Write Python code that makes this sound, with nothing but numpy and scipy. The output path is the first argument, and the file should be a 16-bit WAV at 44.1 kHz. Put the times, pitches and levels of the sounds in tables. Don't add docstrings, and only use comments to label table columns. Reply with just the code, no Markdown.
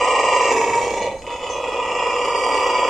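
import sys
import numpy as np
from scipy import signal
from scipy.fft import rfft, irfft, next_fast_len
from scipy.io import wavfile
from scipy.ndimage import uniform_filter1d

SR = 44100
rng = np.random.default_rng(int(sys.argv[2]) if len(sys.argv) > 2 else 0)


def bounce(signal):
    frames = np.transpose(np.atleast_2d(signal))
    limited = np.clip(frames, -1, 1)
    pcm = np.round(limited * 32767).astype(np.int16)
    wavfile.write(sys.argv[1], SR, pcm)


def invert_db(level):
    return 10 ** (np.asarray(level, dtype=float) / 20)


N = 127449

# start_s, mouth_shape (0-6), roughness (0-1), flutter_db
MOUTH_COURSE = [(0, 0, .75, 1.5), (.2, 0, .75, 2), (.49, .2, .75, 2), (.52, 1, .55, 2.5),
                (.74, 1.05, .55, 2), (.97, 1.75, .55, 2.5), (1.08, 2, .6, 2.5), (1.2, 2, .65, 2.5),
                (1.22, 3, .5, 3), (1.48, 3, .55, 2.5), (1.56, 4, .6, 2), (1.73, 4.1, .65, 2),
                (1.88, 5, .7, 2), (2.03, 5.1, .75, 2), (2.35, 6, .75, 2), (2.89, 6, .75, 2)]


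def evened(x):
    return x / np.sqrt(np.mean(x ** 2) + 1e-20)


def read(points, hz):
    f, value = np.transpose(points)
    return np.interp(np.log(hz + 1), np.log(f + 1), value)


def along(table, column):
    return np.interp(np.arange(N) / SR, [row[0] for row in table], [row[column] for row in table])


def drift(rate_hz):
    size = next_fast_len(N)
    spectrum = rfft(rng.standard_normal(size))
    smooth = spectrum / (1 + (np.fft.rfftfreq(size, 1 / SR) / rate_hz) ** 4)
    return evened(irfft(smooth, size)[:N])


def resonate(x, hz, width, start=0):
    turn = np.exp(2j * np.pi * np.cumsum(hz * np.ones(N))[start:start + len(x)] / SR)
    r = np.exp(-np.pi * width / SR)
    return 2 * (turn * signal.lfilter([1 - r], [1, -r], x / turn)).real


def tail(t60):
    t = np.arange(SR // 2) / SR
    struck = rng.random(len(t)) < 3000 / SR
    taps = rng.standard_normal(len(t)) * struck * invert_db(-60 * t / t60) * (t > .002)
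    return taps / np.linalg.norm(taps)


def air():
    # frequency_hz, level_db per Hz
    air_spectrum = [(20, -15), (45, -11), (150, -17), (550, -12), (1500, -30), (4000, -36), (7500, -29),
                    (14000, -59)]
    # frequency_hz, level_db rms
    hum_tones = [(35.5, -62.5), (42.5, -56.5), (81, -53.5)]
    t = np.arange(N) / SR
    colour = invert_db(read(air_spectrum, np.fft.rfftfreq(N, 1 / SR)))
    wash = irfft(rfft(rng.standard_normal((2, N))) * colour, N)
    hum = np.zeros(N)
    for hz, db in hum_tones:
        hum += np.sqrt(2) * invert_db(db + 0.5 * drift(3)) * np.sin(2 * np.pi * (hz * t + 0.11))
    return evened(wash) * invert_db(-43.5 + 1.3 * drift(0.77)) + [hum, 0 * hum]


def scatter(x):
    turn = 2 * np.pi * 0.618 * np.arange(N) / SR
    return sum(signal.fftconvolve(x * w, tail(0.15))[:N] for w in (np.sin(turn), np.cos(turn)))


def cage(x):
    split_hz, low_t60_s, high_t60_s = 2500, 0.4, .16
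    low = signal.sosfilt(signal.butter(4, split_hz, fs=SR, output="sos"), x)
    high = signal.sosfilt(signal.butter(4, split_hz, "high", fs=SR, output="sos"), x)
    return (signal.fftconvolve(low, tail(low_t60_s)) + signal.fftconvolve(high, tail(high_t60_s)))[:N]


def bird():
    # start_s, length_s, from_hz, to_hz, level_db, fade_db per s
    chirp = (1.493, .125, 6320, 6290, -31, -95)
    start, length, from_hz, to_hz, db, fade_db = chirp
    t = np.clip(np.arange(N) / SR - start, 0, length)
    edges = np.minimum(t / .004, 1) * np.minimum((length - t) / .01, 1)
    tremolo_db = 5 * np.cos(2 * np.pi * 25 * (t - .012))
    shape = edges * invert_db(db + fade_db * t + tremolo_db)
    pitch_hz = from_hz + (to_hz - from_hz) * t / length + 40 * drift(58)
    tone = np.sin(2 * np.pi * np.cumsum(pitch_hz) / SR)
    buzz = evened(resonate(rng.standard_normal(N), 5950, 500)) * invert_db(-7 - 120 * t)
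    return shape * (tone + .5 * (tone ** 2 - .5) + buzz)


def chest():
    # start_s, end_s
    breath_span = (0.536, 1.195)
    # frequency_hz, width_hz, level_db rms
    chest_modes = [(112, 48, -47.5), (218, 26, -48.5)]
    t, (start, end) = np.arange(N) / SR, breath_span
    shape = np.clip((t - start) / 0.066, 0, 1) * np.clip((end - t) / 0.047, 0, 1)
    hum = np.zeros(N)
    for hz, width, db in chest_modes:
        once = resonate(rng.standard_normal(N), hz, width)
        hum += invert_db(db) * evened(resonate(once, hz, width))
    return shape * hum


def folds():
    # start_s, level_db
    catches = [(0.5054, -14), (0.5644, -17), (0.5804, -16), (0.6134, -18), (0.6964, -16), (0.7328, -15),
               (.7747, -19), (.9413, -20), (.9797, -18), (1.0216, -18), (1.2202, -28), (1.2661, -22),
               (1.3234, -26), (1.3604, -25), (1.3938, -28), (1.4167, -25), (1.4412, -24), (1.6442, -21),
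               (1.7315, -22)]
    turns = np.cumsum(122.18 * np.exp(.25 * drift(60))) / SR
    shimmer_db = 0.5 * rng.standard_normal(N)
    pulses = np.diff(np.floor(turns), prepend=0) * invert_db(shimmer_db)
    puffs = (0.52 + np.exp(-(turns % 1) / 0.21)) * rng.standard_normal(N)
    rough = along(MOUTH_COURSE, 2)
    drive = evened(np.sqrt(1 - rough) * evened(pulses) + np.sqrt(rough) * evened(puffs))

    flutter_hz = 26 * np.exp(.2 * drift(5))
    flap = np.sin(2 * np.pi * np.cumsum(flutter_hz) / SR) + .3 * drift(20)

    at, db = np.transpose(catches)
    slaps = np.zeros(N)
    slaps[np.round(at * SR).astype(int)] = invert_db(db + 21)
    slap = rng.standard_normal(200) * np.exp(-np.arange(200) / 25)
    return drive, along(MOUTH_COURSE, 3) * flap, signal.oaconvolve(slaps, slap)[:N]


def throat(drive, flap_db, slaps):
    # start_s, effort_db, rasp_db (extra for the upper resonances)
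    effort = [(0, -15.5, -1.5), (.3, -15.5, 0), (.5, -14.5, 0.5), (.7, -17, 0), (.85, -19.5, 1),
              (.96, -22.5, 3.5), (1.03, -19.5, 0.5), (1.1, -25.5, -11.5), (1.2, -46, 12), (1.26, -31, -9),
              (1.267, -31, -5), (1.31, -24, -2.5), (1.39, -33, -1), (1.43, -25, -1.5), (1.7, -21.5, -3.5),
              (2.1, -18, -1), (2.5, -13.5, -1.5), (2.89, -13, -2.5)]
    # frequency_hz, width_hz, level_db
    open_mouth = [(505.6, 33.5, 4), (1005, 70, 4), (1230, 36, 1), (1888, 39, -2), (2350, 56, -3),
                  (2822, 40, -2), (3190, 250, -20), (4000, 70, -19), (4815, 65, -12.5), (5380, 50, -19),
                  (5760, 60, -18.5), (6560, 78, -16), (7640, 90, -15.5), (8065, 200, -24)]
    draw = [(462, 59, 0), (942, 27, 7.5), (1160, 170, -8.5), (1907, 64, -9), (2267, 48, -6),
            (2615, 103, -10), (3130, 900, -29.5), (3980, 120, -26), (4740, 190, -29.5), (5450, 220, -23),
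            (5550, 830, -24), (6680, 630, -21), (6964, 230, -18.5), (7420, 92, -19.5)]
    drawn = [(516, 50, 4.5), (924, 43, 3), (1160, 110, -12.5), (1946, 31, -9), (2323, 120, -9),
             (2960, 91, -13), (3504, 99, -13), (4227, 110, -15), (3960, 54, -16), (4940, 130, -22),
             (5670, 100, -26.5), (6230, 160, -18), (6680, 140, -17), (7270, 120, -38)]
    pursed = [(505.4, 35, 4.5), (958, 40, 4.5), (1242, 38, -1.5), (2000, 110, -10.5), (2520, 90, -7),
              (2955, 70, -6), (3470, 110, -10), (4130, 155, -30), (4590, 71, -19), (5200, 200, -20),
              (5980, 200, -30), (6400, 130, -24), (7210, 200, -23), (6650, 90, -19)]
    narrow = [(505, 31.6, 5), (965, 56, 2), (1235, 56, -4), (1943, 66, -12.5), (2490, 24, 1.5),
              (2860, 52, -8), (3340, 85, -10.5), (3970, 34, -10), (4670, 230, -29), (5120, 86, -23),
              (5300, 60, -20), (6170, 200, -25), (7300, 110, -22), (7600, 80, -29)]
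    parted = [(494, 45, 0.5), (975, 45, 4), (1237, 50, -1.5), (1930, 27, -2), (2386, 59, -4.5),
              (2813, 61, -3), (3320, 100, -18), (4100, 50, -22.5), (4740, 47, -22), (5150, 95, -17.5),
              (5740, 120, -31), (6460, 50, -20.5), (7320, 370, -23), (8350, 61, -28)]
    wide = [(502, 45.2, -2), (1000, 20, 6), (1216, 40, -2.5), (1920, 40, -9), (2330, 53, -7),
            (2840, 63, -8), (3280, 70, -17), (3700, 120, -32), (4800, 45, -12.5), (5240, 110, -24),
            (5740, 130, -26), (6640, 60, -22), (7430, 200, -29), (8100, 250, -30)]
    # frequency_hz, width_hz, level_db
    pockets = [(680, 140, -20), (880, 40, -12), (9620, 250, -19), (11250, 400, -24), (12800, 500, -26),
               (14000, 500, -27)]
    # frequency_hz, depth (0-1)
    notches = [
        [(1600, .8), (1480, .9), (1450, .92), (1600, .93), (1620, .93), (1620, .85), (1620, .85)],
        [(4400, .98), (4400, .8), (3680, .6), (3780, .7), (3780, .88), (4300, .7), (4280, .93)],
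        [(9150, .9), (9150, .2), (9150, .3), (9000, .6), (9000, .6), (9100, .6), (9150, .8)],
        [(11600, .7), (12000, .5), (12000, .5), (12000, .4), (12000, .5), (12100, .8), (12100, .9)],
    ]
    notch_widths = (600, 520, 500, 600)
    steady, steady_s = .6, .045

    shapes = np.array([open_mouth, draw, drawn, pursed, narrow, parted, wide])
    modes, order = shapes.shape[1], range(len(shapes))
    place = along(MOUTH_COURSE, 1)
    effort_db = along(effort, 1)
    levels = invert_db([effort_db, effort_db + along(effort, 2)])
    sources = drive * levels * invert_db([flap_db, 2.1 * flap_db])
    wobble = 1 + .003 * drift(17)
    size = round(steady_s * SR)
    out = np.zeros(N)
    for k in range(modes):
        hz = np.interp(place, order, shapes[:, k, 0]) * np.roll(wobble, k * N // modes)
        upper = int(k >= modes // 2)
        source = sources[upper] + slaps * (k > 2)
        ring, usual = np.zeros((2, N))
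        for s, (_, width, db) in enumerate(shapes[:, k]):
            share = np.clip(1 - abs(place - s), 0, 1)
            a, b = np.flatnonzero(share)[[0, -1]] + [0, 3000]
            ring[a:b] += invert_db(db) * resonate((source * share)[a:b], hz, width, a)
            usual += share * invert_db(db) * np.sqrt(np.pi * width / SR) * levels[upper]
        power = abs(uniform_filter1d(ring ** 2, size)) + 1e-14
        ratio = uniform_filter1d(usual ** 2, size) / power
        out += (-1) ** k * ring * np.minimum(ratio, 10) ** (steady / 2)
    for hz, width, db in pockets:
        out += invert_db(db) * resonate(sources[int(hz > 3500)], hz, width)
    for notch, width in zip(np.array(notches), notch_widths):
        depth = np.clip(np.interp(place, order, notch[:, 1]), 0, 1)
        out = out - depth * resonate(out, np.interp(place, order, notch[:, 0]), width)
    return invert_db(21) * out


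def scene():
    # frequency_hz, share (0-1)
    shared = [(60, 1), (600, 0.99), (1300, 0.97), (2900, 0.88), (6200, 0.73), (9000, 0.14), (13500, 0.083)]
    # frequency_hz, left_over_right_db
    lean = [(30, -12), (60, -4.5), (200, -2), (2200, -0.5), (7400, -3.5), (8300, 13), (9200, 4.5),
            (13500, 13.5)]
    # frequency_hz, level_db
    ports = [(60, -26), (250, -3.5), (450, -3), (3000, -6.5), (8400, -6), (9300, -29), (11000, -30),
             (14200, -41)]
    voice = throat(*folds()) + bird()
    near = voice + invert_db(-3.5) * cage(voice)
    common, apart = air()
    own = [scatter(near) for port in range(2)]

    hz = np.fft.rfftfreq(N, 1 / SR)
    same = np.clip(read(shared, hz), 0, 1)
    colour = invert_db(read(ports, hz))
    alike = rfft(near) * colour + rfft(common + chest())
    different = rfft(own) * colour + rfft([apart, -common])
    z = same * alike + np.sqrt(1 - same ** 2) * different
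    return irfft(z * invert_db(read(lean, hz) * np.array([[.5], [-.5]])), N)


def roll_off(x):
    return signal.sosfilt(signal.butter(12, 14255, fs=SR, output="sos"), x)


def record(dry):
    gate_hz, gate_db, spread_db, tilt_db = 3500, -57.5, 2., -6
    hz, _, z = signal.stft(dry, SR, nperseg=2048)
    z = z[:, :1024]
    power = abs(z) ** 2
    bands = power.reshape(2, 128, 8, -1).mean(2)
    octaves = np.log2(np.maximum(hz[4:1024:8, None], gate_hz) / gate_hz)
    limit_db = gate_db + tilt_db * octaves + spread_db * rng.standard_normal(bands.shape)
    limit = power.sum((0, 1)) * invert_db(limit_db) ** 2
    keep = np.repeat(bands > limit, 8, axis=1)
    z = z * np.where(hz[:1024, None] > gate_hz, keep, 1)
    gated = signal.istft(np.pad(z, ((0, 0), (0, 1), (0, 0))), SR, nperseg=2048)[1][:, :N]
    return roll_off(gated)


dry = scene()
out = record(dry)
bounce(out)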